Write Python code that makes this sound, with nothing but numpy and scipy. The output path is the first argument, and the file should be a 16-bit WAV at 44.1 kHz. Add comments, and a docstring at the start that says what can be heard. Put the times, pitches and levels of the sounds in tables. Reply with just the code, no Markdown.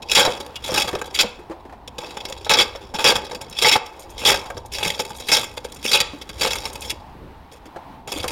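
"""A hard, tearing bite of steel into wood comes at once, over a low hum of distant traffic and air.
A bowl is turned on a foot-driven pole lathe in a yard, beside a brick wall that gives a quick echo.
On each down stroke, bursts of snapping fibres ring the hook tool and the bowl, and the shaving hisses.
As the pole spins the bowl back the edge only skips over it. Dull knocks of the frame, dry ticks of loose
chips and one brief squeak come between; a fast limiter holds the peaks."""
import sys
import numpy as np
from scipy import signal
from scipy.fft import rfft, irfft, next_fast_len
from scipy.io import wavfile
from scipy.ndimage import uniform_filter1d, minimum_filter1d

SR = 44100
rng = np.random.default_rng(int(sys.argv[2]) if len(sys.argv) > 2 else 0)


def bounce(signal):
    """Save signal as a 16-bit WAV file at the path given by the first command-line argument."""
    frames = np.transpose(np.atleast_2d(signal))
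    limited = np.clip(frames, -1, 1)
    pcm = np.round(limited * 32767).astype(np.int16)
    wavfile.write(sys.argv[1], SR, pcm)


N = 366471
TIME = np.arange(N) / SR

# Pushes of the treadle, each with its spin back; levels are relative forces: deepest_cut_s [s], swell_s [s],
# fade_s [s], edge_db [dB], bowl_db [dB], back_edge_db [dB], back_bowl_db [dB], extra_hiss_db [dB]
STROKES = [(0.171, 0.064, 0.13, -16.5, -18.5, -56, -42, -1.5), (0.79, 0.13, 0.12, -22, -21, -49, -39.5, 5),
           (1.201, 0.066, .1, -30, -37, -72, -57, -4), (2.03, 0.059, 0.27, -38, -35.5, -44, -44, -2),
           (2.569, 0.078, 0.11, -20, -19, -51.5, -46.5, -6),
           (3.091, 0.046, 0.13, -21.5, -18, -53, -41.5, -1.5),
           (3.672, 0.13, 0.055, -20.5, -25.5, -53, -49, -2),
           (4.318, 0.12, .09, -19.5, -18, -55.5, -46.5, 3),
           (4.802, 0.049, 0.25, -27, -28, -45.5, -40.5, 2.5),
           (5.369, 0.096, 0.09, -18, -25.5, -51.5, -51, 5),
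           (5.94, 0.08, 0.054, -10.5, -22.5, -53, -61, 5.5), (6.45, 0.078, 0.28, -24, -25, -68, -48.5, 2),
           (8.128, 0.026, 0.17, -28.5, -29.5, -46, -32, 6)]
RETURN_DELAY_S = 0.12  # from the deepest cut to the start of the spin back


def undb(db):
    """Decibels to gain."""
    return 10 ** (np.asarray(db) / 20)


def unit(x):
    """Scale to rms 1."""
    return x / np.sqrt(np.mean(x ** 2))


def on_log_axis(hz, points):
    """Read (Hz, value) points on a log-frequency axis."""
    f, value = np.transpose(points)
    return np.interp(np.log(np.maximum(hz, 1)), np.log(f), value)


def response(colour, modes=(), size=8192):
    """Minimum-phase impulse response of energy 1: a broad colour plus the power of ringing modes."""
    hz = np.arange(size // 2 + 1) * SR / size
    power = undb(on_log_axis(hz, colour)) ** 2
    for f, width, db in modes:
        detuning = (hz ** 2 - f ** 2) / (width * np.maximum(hz, 1))
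        power = power + undb(db) ** 2 / (1 + detuning ** 2)
    # folding the cepstrum forward in time makes the response causal
    cepstrum = irfft(np.log(power) / 2)
    cepstrum[1:size // 2] *= 2
    cepstrum[size // 2 + 1:] = 0
    h = irfft(np.exp(rfft(cepstrum)))
    return h / np.sqrt(np.sum(h ** 2))


def ring(x, h):
    """Play a force through an impulse response."""
    return signal.fftconvolve(x, h)[:N]


def walk(rate):
    """Smooth chance with a spread near 1, changing rate times a second."""
    return unit(np.interp(TIME * rate, np.arange(N), rng.standard_normal(N)))


def wandering_bands(x, splits_hz, depth_db, rate):
    """Each band swells and fades by its own chance, so the colour keeps shifting; rms 1."""
    size = next_fast_len(N)
    spectrum = rfft(x, size)
    group = np.searchsorted(splits_hz, np.arange(size // 2 + 1) * SR / size)
    total = np.zeros(N)
    for k in range(len(splits_hz) + 1):
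        band = irfft(spectrum * (group == k), size)[:N]
        total += band * undb(depth_db * walk(rate))
    return unit(total)


def outdoors():
    """Distant traffic and air: noise of a low colour whose bands and level gently waver."""
    # Colour of the background: pitch_hz [Hz], level_db [dB]
    background = [(25, -7.5), (65, 3.5), (110, -7), (170, -11.5), (350, -9.5), (620, -15), (900, -8),
                  (1300, -21), (2000, -25.5), (4000, -32), (7000, -46), (16000, -46)]
    air = wandering_bands(rng.standard_normal(N), [120, 300, 600, 1100], depth_db=3.0, rate=5.8)
    level_db = -42 + 0.19 * walk(8.5)
    return ring(air, response(background)) * undb(level_db)


def fibres(per_s, spread_db, hiss):
    """Tiny fractures of random size and sign over a smooth rubbing hiss, rms 1."""
    size = undb(spread_db * np.minimum(rng.exponential(size=N), 5))
    snaps = (rng.random(N) < per_s / SR) * size * rng.choice([-1, 1], N)
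    return unit(unit(snaps) + hiss * rng.standard_normal(N))


def grain():
    """The shaving breaks at uneven intervals: the load jumps with each break and sags until the next."""
    typical_breaks_per_s, sag_db, spread_db = 48, 10.5, 2.5
    breaks = np.cumsum(typical_breaks_per_s * np.exp(.35 * walk(60))) / SR
    strength = rng.uniform(-1.7, 1.7, N)[breaks.astype(int)]
    return unit(undb(spread_db * strength - sag_db * (breaks % 1)))


def treadle():
    """Load on edge and bowl swells and fades with each push, then rubs lightly as the bowl spins back."""
    cut_range_db = 20  # climb during the swell, and equal fall during the fade
    return_s = 0.3  # length of the spin back
    edge, bowl = np.zeros(N), np.zeros(N)
    for s, swell_s, fade_s, edge_db, bowl_db, back_edge_db, back_bowl_db, _ in STROKES:
        cut = undb(-cut_range_db * np.maximum((s - TIME) / swell_s, (TIME - s) / fade_s))
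        back = np.sin(np.pi * np.clip((TIME - s - RETURN_DELAY_S) / return_s, 0, 1))
        edge += undb(edge_db) * cut + undb(back_edge_db) * back
        bowl += undb(bowl_db) * cut + undb(back_bowl_db) * back
    return np.array([edge, bowl]) * grain()


def skips(count=6):
    """Light, uneven touches of the edge during each spin back, as rows like the catches."""
    gap_s, jitter_s, length_s = 0.072, .015, 0.014
    edge_lift_db, bowl_lift_db, spread_db = 7.5, 1, 8  # lifts are over the rubbing of edge and bowl
    rows = []
    for s, *_, edge_db, bowl_db, _ in STROKES:
        for k, (late, strength) in enumerate(rng.uniform(-1.2, 1, (count, 2))):
            when = s + RETURN_DELAY_S + (k + 1) * gap_s + jitter_s * late
            scatter_db = spread_db * strength
            rows.append((when, edge_db + edge_lift_db + scatter_db, bowl_db + bowl_lift_db + scatter_db, length_s))
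    return rows


def catch_forces(rows, edge_rise_s, bowl_rise_s, size=8000):
    """Each catch loads edge and bowl from the same moment, then lets go along a bell-shaped fall."""
    power, t = np.zeros((2, N + size)), np.arange(size) / SR
    attack = 1 - np.exp(-t / np.array([[edge_rise_s], [bowl_rise_s]]))
    for s, edge_db, bowl_db, length_s in rows:
        start = min(int(s * SR), N)
        force = undb([[edge_db], [bowl_db]]) * attack * np.exp(-(t / length_s) ** 2)
        power[:, start:start + size] += force ** 2
    return np.sqrt(power[:, :N])


def hook_tool(edge, slip):
    """Snapping fibres ring the steel hook on its rest, in proportion to the force on the edge."""
    # Broad colour of a snapping fibre: pitch_hz [Hz], level_db [dB]
    snap = [(300, -40), (1200, -20), (2100, -15), (2800, -12), (4000, -27.5), (6500, -38.5), (8000, -35),
            (11000, -24.5), (16000, -52.5)]
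    # Ringing of the tool on its rest: pitch_hz [Hz], width_hz [Hz], level_db [dB]
    tool_modes = [(2210, 92, -2.5), (2576, 105, 0.5), (3180, 86, -11.5), (3335, 150, 1.5), (3420, 210, -2),
                  (3840, 89, 0.5), (4714, 164, -2), (5367, 150, -0.5), (5970, 140, -12), (6990, 79, -5.5),
                  (7260, 170, -11), (9300, 460, -18.5)]
    # the contact point keeps moving, so it favours now one group of modes, now another
    splits_hz = [1690, 2355, 3020, 3700, 4560, 4860, 6320]
    tearing = wandering_bands(fibres(per_s=2800, spread_db=1.0, hiss=0.66), splits_hz, depth_db=3.0, rate=60)
    unevenness = unit(undb(3.9 * np.clip(slip, -2, 1.2)))
    return ring(edge * tearing * unevenness, response(snap, tool_modes))


def wooden_bowl(drag, slip):
    """The drag shakes the bowl: a light touch rubs its low modes, a hard bite reaches the upper ones too."""
    # Broad colour of the drag: pitch_hz [Hz], level_db [dB]
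    thud = [(30, -19.5), (70, -16.5), (160, -13), (300, -12), (700, -15), (1050, -26.5), (1400, -21),
            (2200, -15), (5000, -36), (16000, -78.5)]
    # Ringing of bowl and frame: pitch_hz [Hz], width_hz [Hz], level_db [dB]
    bowl_modes = [(400, 16, -2.5), (488.7, 24, 2), (551.2, 35, -1), (677, 70, -23.5), (862.5, 76, 1.5),
                  (915, 17, -3.5), (1190, 108, -6), (1298, 32, -5), (1598, 90, -5.5)]
    splits_hz = [248, 411.0, 700, 1053]
    shaking = wandering_bands(fibres(per_s=1500, spread_db=1.0, hiss=0.52), splits_hz, depth_db=3.5, rate=40)
    soft = signal.lfilter(*signal.butter(2, 650, fs=SR), shaking)
    hard = fibres(per_s=2000, spread_db=2.5, hiss=0.41) * unit(undb(1.5 * slip))
    hardness = np.clip(drag / undb(-10.5), 0, 1.3) ** 0.47
    touch = 1.33 * soft * np.maximum(1 - hardness, 0) + hardness * hard
    return ring(drag * touch, response(thud, bowl_modes))


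def shaving_force(edge_load, edge_catch):
    """The hiss follows the load on the edge, some shavings run drier, and loose chips tick in between."""
    # Loose chips flicking off the rim with a thin, dry tick: start_s [s], level_db [dB, relative force]
    loose_chips = [(1.057, -40), (1.292, -47), (1.395, -55), (3.497, -35.5), (3.995, -34), (4.03, -52.5),
                   (4.1, -39), (4.66, -43), (5.16, -35), (5.745, -41.5), (6.554, -26), (6.73, -38),
                   (6.808, -29.5)]
    chip_s = 0.0099  # rise and fall time of a tick, whose rise is cut off before its start
    strokes = np.array(STROKES)
    dryness = undb(np.interp(TIME, strokes[:, 0], strokes[:, -1]))
    steady_hiss = undb(-14) * edge_load
    catch_hiss = undb(-16) * edge_catch ** 0.91
    running = dryness * np.hypot(steady_hiss, catch_hiss)
    chips = sum(undb(db) * (TIME > s) * np.exp(-np.abs(TIME - s) / chip_s) for s, db in loose_chips)
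    return np.hypot(running, chips)


def sliding_shaving(slide, slip):
    """The shaving slides off the edge with a bright hiss of dense, very unequal fractures."""
    # Colour of the sliding shaving: pitch_hz [Hz], level_db [dB]
    shaving_colour = [(1500, -34), (4500, -8.5), (7000, 7.5), (7900, -6.5), (9000, -0.5), (11000, -10.5),
                      (13000, 0), (16000, -20)]
    modes = [(8860, 450, 6), (11040, 270, 5.0), (12700, 530, -9.0)]  # Hz, width Hz, dB
    rustle = fibres(per_s=7700, spread_db=6.5, hiss=0.89)
    unevenness = unit(undb(4.5 * np.clip(slip, -2, 1.2)))
    return ring(slide * rustle * unevenness, response(shaving_colour, modes))


def cutting():
    """Strokes, catches and skips load edge and bowl; one uneven slip roughens tool, bowl and shaving."""
    # The edge catches a high spot; levels are relative forces:
    # start_s [s], edge_db [dB], bowl_db [dB], length_s [s]
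    catches = [(0.02, -36, -38, 0.016), (0.095, -27.5, -34, .03), (0.115, -11, -43, 0.015),
               (0.131, -14.5, -35, 0.0089), (0.15, 0, -15, 0.023), (0.178, -3, -7.5, 0.025),
               (0.25, -18.5, -15, 0.021), (0.4, -32, -26, 0.014), (0.463, -25.5, -20.5, 0.0049),
               (0.556, -31, -52, 0.012), (0.638, -32, -54, 0.069), (0.739, -18.5, -20.5, 0.038),
               (0.82, -16.5, -45, 0.0075), (0.874, -26, -23.5, 0.033), (0.951, -23, -19, 0.006),
               (1.014, -28, -18.5, 0.0085), (1.144, -22.5, -44, 0.031), (1.189, -6, -19, 0.028),
               (1.508, -48, -26, 0.0093), (1.876, -27.5, -32, 0.0063), (1.982, -29, -28, 0.0098),
               (2.168, -28.5, -19.5, 0.0083), (2.252, -23.5, -21.5, 0.0058), (2.324, -26.5, -27, 0.0059),
               (2.463, -34.5, -19, 0.01), (2.494, -7.5, -9.5, .028), (2.536, -12, -19, 0.014),
               (2.586, -8.5, -16, 0.036), (2.938, -32.5, -28.5, 0.04), (2.985, -23, -19.5, 0.038),
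               (3.042, -0.5, -8.5, 0.047), (3.155, -15, -15.5, 0.012), (3.311, -34, -25, .011),
               (3.347, -27.5, -25.5, 0.011), (3.412, -31.5, -29.5, 0.011), (3.584, -18.5, -36, 0.0082),
               (3.616, -16, -23, 0.024), (3.645, -1.5, -9.5, 0.025), (3.684, -2, -22, 0.011),
               (3.713, -7.5, -19, 0.036), (3.753, -22.5, -11.5, 0.016), (4.179, -31.5, -46, 0.035),
               (4.25, -5, -17, 0.036), (4.293, -3, -8, 0.014), (4.458, -31, -24, .009),
               (4.5, -34, -22.5, 0.014), (4.568, -34, -25.5, 0.013), (4.717, -30.5, -43, 0.11),
               (4.75, -20, -32, 0.0078), (4.783, -17.5, -20.5, 0.0082), (4.829, -11, -17, 0.006),
               (4.85, -23, -27.5, 0.049), (4.9, -18, -27.5, 0.008), (4.993, -24.5, -24, 0.024),
               (5.104, -32.5, -22.5, 0.0077), (5.285, -19.5, -23.5, 0.039), (5.316, -1, -8, 0.02),
               (5.431, -29, -16, 0.0046), (5.572, -31, -23.5, 0.011), (5.647, -29.5, -23, 0.0054),
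               (5.85, -31, -20, 0.0082), (5.938, -2.5, -9, 0.016), (6.002, -2, -12.5, 0.01),
               (6.213, -33, -31, 0.0087), (6.291, -37, -29.5, 0.018), (6.409, -16, -24, .027),
               (6.652, -22.5, -24.5, 0.017), (6.754, -32, -29.5, 0.01), (6.815, -36.5, -39, 0.09),
               (6.897, -16, -34, 0.015), (7.515, -49, -46, 0.051), (7.655, -46.5, -47, 0.014),
               (7.76, -66, -29, 0.015), (8.074, -30.5, -28, 0.027), (8.232, -28, -25, 0.02),
               (8.279, -20.5, -34, 0.013)]
    slip = walk(210)
    edge_load, bowl_load = treadle()
    edge_catch, bowl_catch = catch_forces(catches + skips(), edge_rise_s=0.00071, bowl_rise_s=0.0023)
    edge = np.hypot(edge_load, edge_catch)
    edge = edge * (1 + 0.25 * edge)  # a deep cut pulls the hook in further
    drag = np.hypot(bowl_load, bowl_catch)
    tool = hook_tool(edge, slip)
    bowl = wooden_bowl(drag, slip)
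    shaving = sliding_shaving(shaving_force(edge_load, edge_catch), slip)
    return undb(0.7) * tool + undb(3.5) * bowl + undb(0.5) * shaving


def frame(decay_s=0.016, q=9.5, rattle_db=-18, size=4000):
    """Loose wooden joints knock: decaying noise through a resonance, with a little rattle."""
    # Dull knocks of treadle and frame: start_s [s], level_db [dB, peak], pitch_hz [Hz]
    joint_knocks = [(0.274, -10, 500), (0.69, -16, 517), (0.72, -16, 400), (0.93, -16, 400),
                    (0.952, -15, 470), (1.231, -17.5, 481), (1.24, -23.5, 204), (1.39, -29, 367),
                    (1.498, -23.5, 328), (1.514, -23, 560), (1.516, -33, 955), (1.652, -29, 274),
                    (1.695, -33, 780), (1.725, -30.5, 700), (2.035, -26, 470), (2.751, -22, 550),
                    (3.327, -25, 500), (4.55, -32, 89), (4.86, -22, 162), (6.134, -24.5, 283),
                    (6.925, -27, 320), (7.657, -33, 310), (7.76, -27.5, 685), (8.16, -21, 280),
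                    (8.2, -25, 75), (8.242, -14, 476)]
    knocks, t = np.zeros(N + size), np.arange(size) / SR
    for s, db, hz in joint_knocks:
        blow = rng.standard_normal(size) * np.exp(-t / decay_s)
        knock = signal.lfilter(*signal.iirpeak(hz, q, fs=SR), blow)
        rattle = signal.lfilter(*signal.butter(2, 2 * hz, fs=SR), blow)  # low-passed an octave up
        sound = knock + undb(rattle_db) * rattle
        start = int(s * SR)
        knocks[start:start + size] += undb(db) * sound / np.abs(sound).max()
    return knocks[:N]


def squeak(db=-27, hz=2850, decay_s=0.011):
    """The hook skids once and gives a brief thin note: a decaying sine with a soft onset."""
    t = np.maximum(TIME - .561, 0)
    onset = 1 - np.exp(-t / .003)
    return undb(db) * onset * np.exp(-t / decay_s) * np.sin(2 * np.pi * hz * t)


def yard(x, wall_s=.0095, wall_db=-16, tail_db=-16, build_s=.011, size=36000):
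    """A quick echo from the wall, then a faint scattered tail from the buildings around."""
    # How long the yard rings, by pitch: pitch_hz [Hz], t60_s [s]
    yard_t60 = [(150, 0.34), (800, 0.46), (3500, 0.37), (7000, 0.42), (14000, 0.27)]
    t, hz = np.arange(size) / SR, np.arange(size // 2 + 1) * SR / size
    noise, tail = rfft(rng.standard_normal(size)), 0
    for low in 44 * 2 ** np.arange(9):  # octave bands, each with its own decay
        band = irfft(noise * ((hz >= low) & (hz < 2 * low)))
        tail = tail + band * np.exp(-np.log(1000) * t / on_log_axis(low * np.sqrt(2), yard_t60))
    tail = unit(tail * (1 - np.exp(-t / build_s)))
    colour = undb(on_log_axis(hz, [(200, -3.0), (900, 3.5), (3500, -5.5), (7000, -10), (14000, -20.0)]))
    h = undb(tail_db) * irfft(rfft(tail) * colour) / np.sqrt(size)
    h[int(wall_s * SR)] += undb(wall_db)
    return x + ring(x, h)


def scene():
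    """The lathe in its yard, one channel; the background gets no echo."""
    lathe = cutting() + squeak() + frame()
    return (yard(lathe) + outdoors())[None]


def record(dry, size=130):
    """A fast limiter flattens the loudest bites, then a steep low-pass cuts the top."""
    gain = np.minimum(1, .72 / (np.abs(dry) + 1e-9))
    gain = uniform_filter1d(minimum_filter1d(gain, size), size)
    low_pass = signal.ellip(10, .2, 80, 16200, fs=SR, output="sos")  # 16200 Hz
    return signal.sosfilt(low_pass, dry * gain)


dry = scene()
out = record(dry)
bounce(out)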